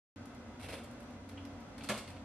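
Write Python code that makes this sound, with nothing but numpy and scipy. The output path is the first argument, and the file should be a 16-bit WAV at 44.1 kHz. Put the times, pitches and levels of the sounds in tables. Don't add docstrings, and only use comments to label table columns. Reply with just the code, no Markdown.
import sys
import numpy as np
from scipy import signal
from scipy.fft import rfft, irfft, next_fast_len
from scipy.io import wavfile

SR = 44100
rng = np.random.default_rng(int(sys.argv[2]) if len(sys.argv) > 2 else 0)


def master_out(mix):
    frames = np.transpose(np.atleast_2d(mix))
    ceiling = np.clip(frames, -1, 1)
    pcm = np.round(ceiling * 32767).astype(np.int16)
    wavfile.write(sys.argv[1], SR, pcm)


N = 98916

# (frequency [Hz], likeness [1 same, 0 unrelated, -1 opposite])
NEAR_ALIKE = [(70, 1), (200, 1), (700, 0.98), (1500, 0.89), (2800, 0.86), (4500, 0.18), (8000, -0.26),
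              (12000, -0.24)]
CONTACT_ATTACK_S = 0.00053


def amp(db):
    return 10 ** (np.asarray(db) / 20)


def unit(x):
    return x / np.sqrt(np.mean(x ** 2) + 1e-20)


def along(points, hz):
    point_hz, values = np.transpose(points)
    return np.interp(np.log(hz + 1), np.log(point_hz + 1), values)


def resonance(f, hz, width):
    return 1 / (1 + (2 * (f - hz) / width) ** 2)


def filtered(x, response):
    padded = next_fast_len(N + SR // 2)
    spectrum = rfft(x, padded) * response(np.fft.rfftfreq(padded, 1 / SR))
    return irfft(spectrum, padded)[..., :N]


def spread(pair, alike):
    def mid_side_gains(hz):
        angle = np.arccos(np.clip(along(alike, hz), -1, 1)) / 2
        return np.array([np.cos(angle), np.sin(angle)])

    mid, side = filtered(pair, mid_side_gains)
    return np.array([mid + side, mid - side])


def noise(spectrum, alike):
    coloured = filtered(rng.standard_normal((2, N)), lambda hz: amp(along(spectrum, hz)))
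    return unit(spread(coloured, alike))


def struck(s, attack, t60):
    t = np.maximum(np.arange(N) / SR - s, 0)
    return (1 - np.exp(-t / attack)) * np.exp(-np.log(1000) * t / t60)


def stroke(s, length):
    attack_s, release_s = 0.0047, 0.0056
    t = np.maximum(np.arange(N) / SR - s, 0)
    return (1 - np.exp(-t / attack_s)) * np.exp(-np.maximum(t - length, 0) / release_s)


def hum():
    # (frequency [Hz], width [Hz], level before the drift [dB])
    hum_tones = [(92.76, 4.9, -58.5), (118.6, 4.3, -66.5), (238, 18.7, -57.5), (278.9, 3.36, -58),
                 (508.4, 12.6, -66.5), (582.5, 22, -67.5), (713, 15, -68), (959, 4, -73), (1282, 13, -74),
                 (1528, 6.9, -78), (2034, 22, -76), (2676, 24, -80.5), (3316, 18, -84.5), (3430, 33, -83.5),
                 (5990, 45, -87)]
    # (frequency [Hz], relative level [dB])
    air = [(25, -28), (42, -13), (65, -5), (100, -7), (135, -8.5), (172, -12), (220, -2.5), (265, -5.5),
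           (330, -11.5), (400, -15), (520, -13), (760, -15), (1050, -19), (1450, -19), (1800, -24),
           (3000, -29), (6000, -34), (8500, -40), (11500, -44.5), (13000, -51), (15000, -64)]
    # (frequency [Hz], likeness [-1 to 1])
    air_alike = [(60, 1), (180, 0.98), (540, 0.8), (1640, 0.38), (4930, -0.44), (14800, -0.61)]
    # (time [s], level [dB])
    air_level = [(.16, 0), (.55, 0), (.95, 1), (1.14, 1), (1.22, -1), (1.45, 0.5), (1.7, 1), (2.24, 0.5)]
    air_db = -52

    tones = 0
    for hz, width, db in hum_tones:
        band = filtered(rng.standard_normal(N), lambda f: resonance(f, hz, width))
        tones = tones + amp(db) * unit(band)
    drift_db = np.interp(np.arange(N) / SR, *np.transpose(air_level))
    return amp(drift_db) * (tones + amp(air_db) * noise(air, air_alike))


def ticks():
    # (time [s], snap level [dB], body level [dB])
    tick_list = [(.256, -53.5, -72), (.347, -58, -62), (.837, -53.5, -68), (0.843, -52, -69),
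                 (0.912, -55, -70), (1.003, -56, -68), (1.03, -62, -74), (1.107, -63, -77),
                 (1.29, -53.5, -57), (1.2949, -57, -55), (1.451, -54, -52), (1.603, -60.5, -76)]
    # (frequency [Hz], relative level [dB])
    snap_colour = [(100, -23), (1200, -1), (3500, -6), (6500, -2.5), (9500, 0), (12000, -1.5), (15000, -24)]
    # (frequency [Hz], relative level [dB])
    body_colour = [(100, -30), (1200, -10), (2200, 3), (3500, -2), (4600, 0.5), (6000, -5), (9000, -28),
                   (15000, -45)]
    # (frequency [Hz], relative level [dB])
    tink_colour = [(100, -30), (500, -14), (800, -5), (1100, -12), (1600, -17), (2350, -7), (2650, -9),
                   (2900, 0), (3200, 1), (3500, -14), (5000, -25), (7000, -35), (11000, -60)]
    snap_t60_s, body_t60_s = 0.023, 0.039
    tink_s, tink_db, tink_attack_s, tink_t60_s = 1.373, -43.5, 0.0038, 0.059

    snap_shape = sum(amp(db) * struck(s, CONTACT_ATTACK_S, snap_t60_s) for s, db, _ in tick_list)
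    body_shape = sum(amp(db) * struck(s, CONTACT_ATTACK_S, body_t60_s) for s, _, db in tick_list)
    snap = snap_shape * noise(snap_colour, NEAR_ALIKE)
    body = body_shape * noise(body_colour, NEAR_ALIKE)
    tink_shape = amp(tink_db) * struck(tink_s, tink_attack_s, tink_t60_s)
    return snap + body + tink_shape * noise(tink_colour, NEAR_ALIKE)


def whine():
    # (start [s], length [s], level [dB])
    whine_list = [(0.355, 0.045, -73), (0.45, 0.125, -71.5), (0.92, 0.045, -69.5)]
    whine_hz, wavers_per_s = 2042, 25

    t = np.arange(N) / SR
    waver = np.interp(t * wavers_per_s, np.arange(N), rng.standard_normal(N))
    loudness = sum(amp(db) * stroke(s, length) for s, length, db in whine_list)
    tone = np.sqrt(2) * np.sin(2 * np.pi * whine_hz * t + waver)
    return loudness * tone


def scrapes():
    # (start [s], length [s], rasp level [dB], hollow body level [dB])
    scrape_list = [(0.592, 0.031, -54, -56), (0.624, 0.044, -50, -46.5), (0.683, 0.03, -47, -43),
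                   (0.721, .022, -43, -41), (.745, 0.015, -52, -50.5), (0.772, 0.018, -56, -64),
                   (1.814, 0.016, -64, -48), (1.831, 0.046, -61, -64), (1.939, 0.036, -59, -63),
                   (1.965, 0.03, -51, -51.5), (2.074, 0.041, -57, -58), (2.152, .02, -71, -57)]
    # (frequency [Hz], relative level [dB])
    crust = [(100, -27), (600, -17), (1100, -4), (1700, -0.5), (2400, -2), (3800, -3.5), (5500, -9),
             (7200, -14.5), (9000, -7), (12000, -13.5), (15000, -38)]
    # (frequency [Hz], relative level [dB])
    hollow = [(30, -6), (135, 6.5), (180, 0.5), (235, 6.5), (330, -4), (560, 3), (750, -7), (1100, -18.5),
              (3000, -35)]
    grains_per_s, grain_db = 700, 3.2
    sag_db_per_s = 90

    t = np.arange(N) / SR

    def rub(s, length):
        return stroke(s, length) * amp(-sag_db_per_s * np.clip(t - s, 0, length))

    rasp_shape = sum(amp(db) * rub(s, length) for s, length, db, _ in scrape_list)
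    body_shape = sum(amp(db) * rub(s, length) for s, length, _, db in scrape_list)
    grain = np.interp(t * grains_per_s, np.arange(N), rng.standard_normal(N))
    rasp = unit(amp(grain_db * grain)) * rasp_shape * noise(crust, NEAR_ALIKE)
    return rasp + body_shape * noise(hollow, NEAR_ALIKE)


def contacts():
    # (time [s], clatter level [dB], bright edge level [dB])
    contact_list = [(1.78, -50, -53), (1.8077, -48.5, -70), (1.82, -49.5, -72), (1.836, -57, -47),
                    (1.843, -47, -50.5), (1.872, -53, -65), (1.8882, -34.5, -35.5), (1.895, -36, -35.5),
                    (1.901, -36, -42), (1.911, -37.5, -58), (1.9175, -40.5, -52), (1.941, -44.5, -47),
                    (1.976, -64, -45), (1.985, -56, -46), (2.076, -50, -55), (2.083, -56, -60),
                    (2.165, -54, -80)]
    # (frequency [Hz], relative level [dB])
    clatter_colour = [(100, -4), (700, 0.5), (1500, 2), (2700, -1.5), (4200, -2), (5500, -19), (7000, -14),
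                      (15000, -40)]
    # (frequency [Hz], relative level [dB])
    edge_colour = [(100, -58), (2500, -7), (5000, -3), (7000, -7), (8800, -3), (11000, -8), (13000, -15.5),
                   (15000, -24)]
    clatter_t60_s, edge_t60_s = 0.066, 0.071
    wire_hz, wire_width_hz, wire_t60_s = 4440, 310, 0.064
    wire_db, wire_grows = -57.5, 0.42

    clatter, edge, plucks = 0, 0, 0
    usual_db = np.mean([edge_db for _, _, edge_db in contact_list])
    for s, clatter_db, edge_db in contact_list:
        clatter_shape = amp(clatter_db) * struck(s, CONTACT_ATTACK_S, clatter_t60_s)
        edge_shape = amp(edge_db) * struck(s, CONTACT_ATTACK_S, edge_t60_s)
        clatter = clatter + clatter_shape * noise(clatter_colour, NEAR_ALIKE)
        edge = edge + edge_shape * noise(edge_colour, NEAR_ALIKE)
        pluck_db = wire_db + wire_grows * (edge_db - usual_db)
        plucks = plucks + amp(pluck_db) * struck(s, CONTACT_ATTACK_S, wire_t60_s)
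    wire = filtered(noise(edge_colour, NEAR_ALIKE), lambda f: resonance(f, wire_hz, wire_width_hz))
    return clatter + edge + plucks * unit(wire)


def guides(x):
    # (frequency [Hz], width [Hz], boost before the trim [dB])
    guide_bands = [(2210, 110, 5), (2690, 260, 5.5), (3200, 80, 5), (3480, 100, 4), (4320, 69, 3.5),
                   (7950, 100, 5.5), (8500, 61, 6), (11400, 92, 0)]
    trim_db = 2.5

    def gain(f):
        lift_db = sum(db * resonance(f, hz, width) for hz, width, db in guide_bands)
        return amp(lift_db - trim_db)

    return filtered(x, gain)


LANDING_S = 1.896


def thud():
    # (frequency [Hz], relative level [dB])
    thud_colour = [(30, -16), (120, -13.5), (220, 0), (310, -14), (400, -8), (570, 9), (680, 0), (900, -4),
                   (1300, -7), (2000, -19), (4000, -43)]
    thud_db, attack_s, t60_s = -39, 0.0012, 0.19
    return amp(thud_db) * struck(LANDING_S, attack_s, t60_s) * noise(thud_colour, NEAR_ALIKE)


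def ring():
    # (frequency [Hz], relative level before random variation [dB], t60 [s])
    modes = [(122, -13, .4), (211, 1, .27), (380, -7.5, .32), (520, -8, .13), (549, -8, .3), (585, 4, .17),
             (701, -11.5, .17), (1091, -12, .45), (1160, -7, .17), (1305, -10, .17), (1402, -9, .2),
             (1681, -5, .16), (1728, -10, .22), (1770, -11, .14), (2080, -13, .15), (2480, -13, .13),
             (2690, -13, .13), (2792, -20, .55), (3108, -12, .22), (3510, -14, .1)]
    ring_db, attack_s = -34.5, 0.0014

    t = np.arange(N) / SR - LANDING_S
    tones = 0
    for hz, db, t60 in modes:
        level = amp(db + rng.normal(0, 1))
        sine = np.sin(2 * np.pi * (hz * t + rng.random()))
        tones = tones + level * struck(LANDING_S, attack_s, t60) * sine
    return amp(ring_db) * tones


def kitchen(x):
    # (frequency [Hz], t60 [s])
    room = [(150, 0.53), (700, 0.35), (2800, 0.49), (8000, 0.45), (14000, 0.11)]
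    # (frequency [Hz], level [dB])
    room_send = [(100, -2.5), (600, -1), (2500, -2.5), (8000, -1)]

    hz, t, grid = signal.stft(rng.standard_normal((2, SR)), SR, nperseg=256)
    fade = np.exp(-np.log(1000) * t / along(room, hz)[:, None])
    energy = SR * np.mean(fade ** 2, axis=1, keepdims=True)
    fade *= amp(along(room_send, hz))[:, None] / np.sqrt(energy)
    tail = signal.istft(grid * fade, SR, nperseg=256)[1]
    echo = signal.fftconvolve(x, tail, axes=1)[:, :N]
    return spread(echo, NEAR_ALIKE)


def scene():
    ring_send_db = -12
    pan_db = -0.3

    shell = ring()
    near = thud() + guides(contacts() + scrapes()) + ticks()
    heard = near + shell + kitchen(near + amp(ring_send_db) * shell)
    balance = amp(np.array([[pan_db], [-pan_db]]) / 2)
    return heard * balance + hum() + whine()


def record(dry):
    # (frequency [Hz], level [dB])
    mic = [(11500, 0), (12800, -1.5), (14000, -2), (15200, -7)]
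    start_s, top_hz = .16, 15200

    started = dry * (np.arange(N) / SR >= start_s)
    return filtered(started, lambda hz: amp(along(mic, hz)) * (hz < top_hz))


dry = scene()
out = record(dry)
master_out(out)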